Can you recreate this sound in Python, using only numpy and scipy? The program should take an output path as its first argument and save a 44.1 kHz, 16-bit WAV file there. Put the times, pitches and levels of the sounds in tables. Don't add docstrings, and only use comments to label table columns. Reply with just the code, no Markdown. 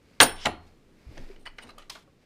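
import sys
import numpy as np
from scipy import signal
from scipy.fft import rfft, irfft, next_fast_len
from scipy.io import wavfile
from scipy.ndimage import map_coordinates

SR = 44100
rng = np.random.default_rng(int(sys.argv[2]) if len(sys.argv) > 2 else 0)


def inscribe(sig):
    pcm = np.round(np.clip(np.atleast_2d(sig).T, -1, 1) * 32767)
    wavfile.write(sys.argv[1], SR, pcm.astype(np.int16))


def boost_factor(decibels):
    exponent = np.asarray(decibels, float) / 20
    return 10 ** exponent


N = 99225
SPAN = 15876

# freq_hz, level_db
AIR_COLOUR = [(20, -14.5), (60, -10.5), (250, -10.5), (450, -14.5), (800, -27), (2500, -32), (8000, -42.5),
              (16000, -52)]
AIR_DB = -61.5
# freq_hz, t60_s
ROOM_T60 = [(100, 0.16), (600, .4), (3000, 0.27), (6000, 0.18), (12000, 0.083)]
# freq_hz, level_db
ROOM_COLOUR = [(100, -12), (1000, -0.5), (4500, 1), (12000, 3)]
WET_DB, RING_WET_DB, ROOM_GAP_S = -13.5, -20, .005
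# freq_hz, level_db
MIC_TOP = [(14800, 0), (15500, -7), (15900, -22), (16500, -26)]

# time_s, level_db
SWAY = [(0, -66), (.19, -97), (.22, -41), (.45, -50), (.8, -59), (1.04, -69), (1.1, -53.5), (1.24, -35.5),
        (1.34, -49), (1.5, -42.5), (1.66, -57), (1.8, -54.5), (1.9, -67), (2.25, -74)]
SWAY_HZ, SWAY_WIDTH_HZ = 18.5, 7
# start_s, level_db, pitch_hz, t60_s
THUMPS = [(0.202, -31, 105, 0.15), (0.222, -22, 255.5, 0.17), (.205, -19, 427.8, .11),
          (0.301, -48, 84, 0.95), (.455, -36, 83.3, 0.35), (.58, -45, 83.4, 0.51), (1.066, -37, 61.7, 0.21),
          (1.088, -41.5, 110, 0.147), (1.112, -41.5, 309, 0.049), (1.19, -45.5, 116.8, 0.18),
          (1.2, -43, 252.5, 0.14), (.47, -28.5, 159.4, 0.1), (1.64, -50, 237.6, 0.31),
          (1.659, -52.5, 88.2, 0.39)]
# start_s, level_db, pitch_hz, t60_s
PINGS = [(0.2, -36.5, 5400, 0.49), (0.48, -54, 4274, 0.54), (1.6, -61.5, 4900, 0.17),
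         (1.3, -35, 390, 0.079), (2.075, -56, 550, .08), (1.584, -47, 4320, 0.037), (1.908, -46, 975, 0.07),
         (1.621, -47, 2930, 0.094), (1.49, -68, 1700, 0.16), (1.696, -54, 4060, 0.12),
         (1.782, -54, 3000, 0.16)]
# time_s, rustle_db
SLEEVE = [(0, -69), (.15, -59.5), (.6, -67), (.69, -61.5), (.8, -77), (1.0, -63.5), (1.2, -51.5),
          (1.33, -55.5), (1.42, -70.5), (1.7, -67), (2.05, -71), (2.25, -66.5)]
# freq_hz, level_db
CLOTH = [(300, 4), (1200, -4), (2300, 0), (3300, -8.5), (4900, -6), (6200, -14), (15500, -26.5)]
GRIT_DB, FLUTTER_DB = 1.1, .9

# start_s, length_s, level_db, resonance_hz, top_hz
DRAGS = [
    (.35, 0.12, -41, 3100, 5900),
    (.40, 0.076, -39.5, 5190, 6900),
]
# start_s, length_s, level_db, resonance_hz, top_hz
SETTLING = [
    (1.08, 0.7, -50.5, 255, 674),
    (1.58, 0.46, -51, 307, 865),
    (1.485, 0.045, -81, 1900, 4970),
    (1.59, 0.25, -50.5, 830, 5640),
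    (1.782, 0.117, -53, 2600, 8970),
    (1.9, 0.16, -45.5, 3330, 12100),
    (1.955, 0.085, -48.5, 1200, 5850),
]
SWELL_DB, FADE_DB = 14, 27.5
SLIDE_WIDTH_HZ, SLIDE_RISE, SLIDE_GRIT_DB, SLIDE_BROAD = 550, .15, 1.2, .28

# time_s, level_db
RUB = [(1.39, -95), (1.397, -69.5), (1.43, -74), (1.45, -84), (1.49, -82), (1.56, -91), (1.58, -68),
       (1.6, -87), (1.618, -65), (1.632, -48), (1.645, -72), (1.67, -78), (1.712, -76), (1.725, -92.5),
       (1.8, -120)]
# pitch_hz, width_hz, level_db
SINGING = [(4250, 120, -12), (8150, 600, -12), (8900, 260, 0), (9400, 240, -8), (14500, 200, -15)]
RUB_BODY_DB, RUB_GROWS, RUB_GRIT_DB = -3, 0.67, 3

# start_s, strength_db, rim_ring_db, colour_hz, contact_s
TOUCHES = [
    (1.453, -38, -52, 4470, 0.01),
    (1.461, -30, -56, 2217, 0.004),
    (1.466, -32, -49, 2980, 0.00597),
    (1.472, -32, -60, 1900, 0.0061),
    (1.479, -43.5, -60, 2000, .008),
]
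# start_s, strength_db, rim_ring_db, colour_hz, contact_s
JUG_HITS = [(1.407, -57.5, -72, 4275, .006), (1.5835, -32.5, -63, 1900, 0.002),
            (1.619, -43.5, -70, 2780, .022), (1.586, -32, -61, 2600, 0.0014),
            (1.669, -47.5, -59, 2500, 0.007), (1.678, -50, -74, 5010, 0.0056),
            (1.688, -39, -60, 2186, 0.011), (1.703, -42.5, -68, 7000, 0.0064),
            (1.779, -39, -70, 900, 0.00404), (1.782, -40, -66, 11980, 0.004),
            (1.799, -48, -75.5, 2190, 0.0075), (1.816, -46, -78, 2448, 0.018),
            (1.8955, -30.5, -68, 4560, 0.0052), (1.8990, -25, -46, 8950, 0.00075),
            (1.949, -37.5, -68.5, 1802, 0.00975), (2.075, -55, -81, 500, 0.0082)]
# pitch_hz, width_hz, level_db
STRAINER = [(913, 62, -10), (1200, 110, -8), (1715, 96, -4), (1988, 99, 0.5), (2150, 90, -7.5),
            (2960, 80, -8.5), (4410, 80, -11), (4900, 150, -12.5)]
# pitch_hz, width_hz, level_db
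JUG = [(525, 35, 6), (884, 33, 1.5), (1188, 48, 0), (1840, 84, -3), (1955, 48, -1.5), (2600, 70, -2),
       (2930, 69, 2.5), (4088, 115, 5), (4840, 38, -8.5)]
# pitch_hz, level_db, t60_s
RIM = [(8750, -3, .03), (8950, 0, .04), (9650, -6, .03), (14550, -12, .05)]
# freq_hz, level_db
JUG_COLOUR = [(300, -30), (600, 2), (4000, -6), (6500, -13.5), (16000, -25)]
# freq_hz, t60_s
JUG_T60 = [(500, 0.1), (3000, 0.04), (14000, 0.017)]
JUG_MODES_DB, STRAINER_MODES_DB = -1.5, 13

# start_s, strength_db, lid_ring_db, colour_hz, contact_s
POT_HITS = [(.2024, 3, -30, 2000, 0.0011), (.2076, 1, -13.5, 2564, 0.00062), (.2115, -8, -7, 4540, 0.0028),
            (.2150, -8.5, -14, 820, 0.0046), (.2180, -8, -16, 2500, .004), (.2220, -6.5, -12, 1900, 0.0019),
            (.2250, -11.5, -11, 600, 0.0048), (.2280, -10.5, -8.5, 5500, 0.007),
            (.2330, -15, -14, 4500, .002), (.2385, -23, -31, 2006, .003), (.6600, -58, -76.5, 5060, 0.029),
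            (1.1720, -39, -72, 330, 0.0018), (1.1770, -37.5, -81, 2990, 0.00401),
            (1.3590, -45.5, -80, 1500, 0.0079)]
# start_s, strength_db, lid_ring_db, colour_hz, contact_s
KNOCKS = [
    (.4525, -20.5, -63, 600, 0.003),
    (.4558, -12.5, -35, 3500, .003),
    (.4595, -12, -50, 1000, 0.003),
    (.4660, -14, -37.5, 846, .004),
    (.4650, -26.5, -48, 4000, .007),
]
# pitch_hz, width_hz, level_db
TRAY = [(427, 24, 7), (755, 76, 8.5), (1070, 140, 7), (1400, 150, 9), (1570, 60, -5), (2077, 250, 2.5),
        (3100, 150, -4), (5180, 360, -4.5), (5820, 100, -6)]
# pitch_hz, width_hz, level_db
POT_BODY = [(523, 47, 2.5), (753, 49, -3), (850, 83, 0), (1406, 110, -3), (2370, 150, -18),
            (2770, 89, -3.5), (3200, 110, -15.5), (5195, 120, -17)]
# pitch_hz, level_db, t60_s
LOOSE_LID = [(4775, -20, .11), (5820, -15, .09), (6756, -19, .06), (8650, -4, .03), (8860, 0, .04),
             (9100, -20, .3), (9350, -23, .3), (9950, -24, .14), (10750, -18, .05), (12000, -25, .04),
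             (13290, -28, .08), (14340, -21, .17), (14500, -12, .03)]
# pitch_hz, level_db, t60_s
SEATED_LID = [(8900, 0, .047), (9080, -14, .2), (9980, -20, .2), (10750, -16, .04), (14400, -14, .12)]
# freq_hz, level_db
TRAY_COLOUR = [(60, -7), (200, -15.5), (600, -4.5), (3000, -2), (6000, -1), (12000, -21), (16000, -33.5)]
# freq_hz, t60_s
TRAY_T60 = [(150, 0.39), (1000, 0.045), (5000, 0.011), (14000, 0.0084)]
TRAY_MODES_DB, KNOCK_MODES_DB = -12, -10

GRIT_S = .002
BLUR_HZ = 55.6
MODE_SCATTER_DB = -3
COLOUR_WIDTH, COLOUR_STEEP = 1.5, 1.15


def unit(x):
    return x / np.sqrt(np.mean(x ** 2) + 1e-20)


def along(points, hz):
    f, v = np.transpose(points)
    return np.interp(np.log(hz + 1), np.log(f + 1), v)


def curve(rows):
    return np.interp(np.arange(N) / SR, *np.transpose(rows))


def wobble(rate):
    knots = rng.standard_normal(int(N * rate / SR) + 4)
    return map_coordinates(knots, [np.arange(N) * rate / SR])


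def filtered(x, response):
    m = next_fast_len(len(x) + SR // 8)
    return irfft(rfft(x, m) * response(np.fft.rfftfreq(m, 1 / SR)), m)[:len(x)]


def peak(f, hz, width_hz):
    return 1j * f * width_hz / (hz * hz - f * f + 1j * f * width_hz)


def add(out, s, x):
    part = out[max(round(s * SR), 0):][:len(x)]
    part += x[:len(part)]


def dying(t60s, colour):
    hz, t, z = signal.stft(rng.standard_normal(SPAN + 128), SR, nperseg=128)
    decay_db = 60 * t / along(t60s, hz)[:, None]
    gain = boost_factor(along(colour, hz)[:, None] - decay_db)
    tail = signal.istft(z * gain, SR, nperseg=128)[1][64:SPAN + 64]
    return tail / np.linalg.norm(tail)


def ringing(modes):
    t = np.arange(SPAN) / SR
    steps = rng.standard_normal((len(modes), SPAN))
    wander = np.cumsum(steps, axis=1) * np.sqrt(2 * np.pi * BLUR_HZ / SR)
    out = np.zeros(SPAN)
    for (hz, db, t60), phase in zip(modes, wander):
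        level_db = db + MODE_SCATTER_DB * rng.normal() - 60 * t / t60
        out += boost_factor(level_db) * np.sin(2 * np.pi * hz * t + phase)
    return out


def room(x, wet_db):
    tail = np.pad(dying(ROOM_T60, ROOM_COLOUR), (round(ROOM_GAP_S * SR), 0))
    return x + boost_factor(wet_db) * signal.fftconvolve(x, tail)[:len(x)]


def air():
    level = boost_factor(AIR_DB + 1.2 * wobble(6))
    return level * unit(filtered(rng.standard_normal(N), lambda f: boost_factor(along(AIR_COLOUR, f))))


def table():
    sway = unit(filtered(rng.standard_normal(N), lambda f: peak(f, SWAY_HZ, SWAY_WIDTH_HZ) ** 2))
    out = boost_factor(curve(SWAY)) * sway
    t = np.arange(2 * SPAN) / SR
    onset = 1 - np.exp(-t / 0.001)
    for s, db, hz, t60 in THUMPS + PINGS:
        add(out, s, boost_factor(db - 60 * t / t60) * np.sin(2 * np.pi * hz * t) * onset)
    return out


def sleeves():
    grit = rng.standard_normal(N) * boost_factor(GRIT_DB * wobble(300) + FLUTTER_DB * wobble(25))
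    rustle = unit(filtered(grit, lambda f: boost_factor(along(CLOTH, f)) * (f > 300)))
    return boost_factor(curve(SLEEVE) - 5.0) * rustle


def slides(rows, change_db):
    out, t = np.zeros(N), np.arange(N) / SR
    for s, length, db, hz, top_hz in rows:
        def tone(f):
            body = peak(f, hz, SLIDE_WIDTH_HZ) + SLIDE_BROAD * peak(f, 2250, 9400)
            return body / (1 + (f / top_hz) ** 4)
        grit = rng.standard_normal(N) * boost_factor(SLIDE_GRIT_DB * wobble(200))
        u = (t - s) / length
        level_db = db + change_db * (u.clip(0, 1) - (change_db > 0))
        stroke = np.interp(u, [0, SLIDE_RISE, .8, 1], [0, 1, 1, 0])
        out += boost_factor(level_db) * stroke * unit(filtered(grit, tone))
    return out


def resonances(rows, f):
    return sum((-1) ** k * boost_factor(db) * peak(f, hz, width) ** 2 for k, (hz, width, db) in enumerate(rows))


def rubbing():
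    db = curve(RUB)
    grit = rng.standard_normal((2, N)) * boost_factor(RUB_GRIT_DB * wobble(250))
    rim = filtered(boost_factor(db) * grit[0], lambda f: resonances(SINGING, f)) * 8.0
    body_db = db.max() + RUB_GROWS * (db - db.max()) + RUB_BODY_DB
    body = filtered(boost_factor(body_db) * grit[1], lambda f: resonances(JUG, f) + .4 * peak(f, 2500, 4000)) * 2.5
    return rim + room(body, WET_DB)


def contacts(hits, peaks, modes_db, colour, t60s, bright):
    out, rings, t = np.zeros(N), np.zeros(N), np.arange(SPAN) / SR
    modes = [(hz, db, np.log(1000) / np.pi / width) for hz, width, db in peaks]
    for s, db, ring_db, mid_hz, length in hits:
        press = np.sin(np.pi * np.clip(t / length, 0, 1) ** .8) ** 2
        grit = np.sign(rng.standard_normal(SPAN)) * press
        blow = t == t[round(length * SR / 4)]
        force = grit / np.linalg.norm(grit) * length / GRIT_S + blow
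        tones = ringing(modes)
        body = dying(t60s, colour) + boost_factor(modes_db) * tones / np.linalg.norm(tones)
        body = signal.fftconvolve(force, body)[:SPAN]
        body = filtered(body, lambda f: peak(f, mid_hz, COLOUR_WIDTH * mid_hz) ** COLOUR_STEEP)
        ring = signal.fftconvolve(force, ringing(bright))[:SPAN]
        add(out, s, room(boost_factor(db) * body / np.abs(body).max(), WET_DB))
        add(rings, s, boost_factor(ring_db) * ring / np.abs(ring).max())
    return out + room(rings, RING_WET_DB)


def strainer_on_jug():
    ticks = contacts(JUG_HITS, JUG, JUG_MODES_DB, JUG_COLOUR, JUG_T60, RIM)
    return ticks + contacts(TOUCHES, STRAINER, STRAINER_MODES_DB, JUG_COLOUR, JUG_T60, RIM)


def teapot_on_tray():
    landing = contacts(POT_HITS, TRAY, TRAY_MODES_DB, TRAY_COLOUR, TRAY_T60, LOOSE_LID)
    return landing + contacts(KNOCKS, POT_BODY, KNOCK_MODES_DB, TRAY_COLOUR, TRAY_T60, SEATED_LID)


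def scene():
    clay = teapot_on_tray() + rubbing() + strainer_on_jug()
    friction = slides(DRAGS, SWELL_DB) + slides(SETTLING, -FADE_DB)
    background = sleeves() + table() + air()
    return (clay + friction + background)[None]


def roll_off(x):
    return signal.sosfilt(signal.butter(12, 16390, fs=SR, output="sos"), x)


def record(dry):
    x = filtered(np.clip(dry[0], -1, 1), lambda f: boost_factor(along(MIC_TOP, f)))
    mix = np.clip(x, -1, 1)[None]
    return roll_off(mix)


dry = scene()
out = record(dry)
inscribe(out)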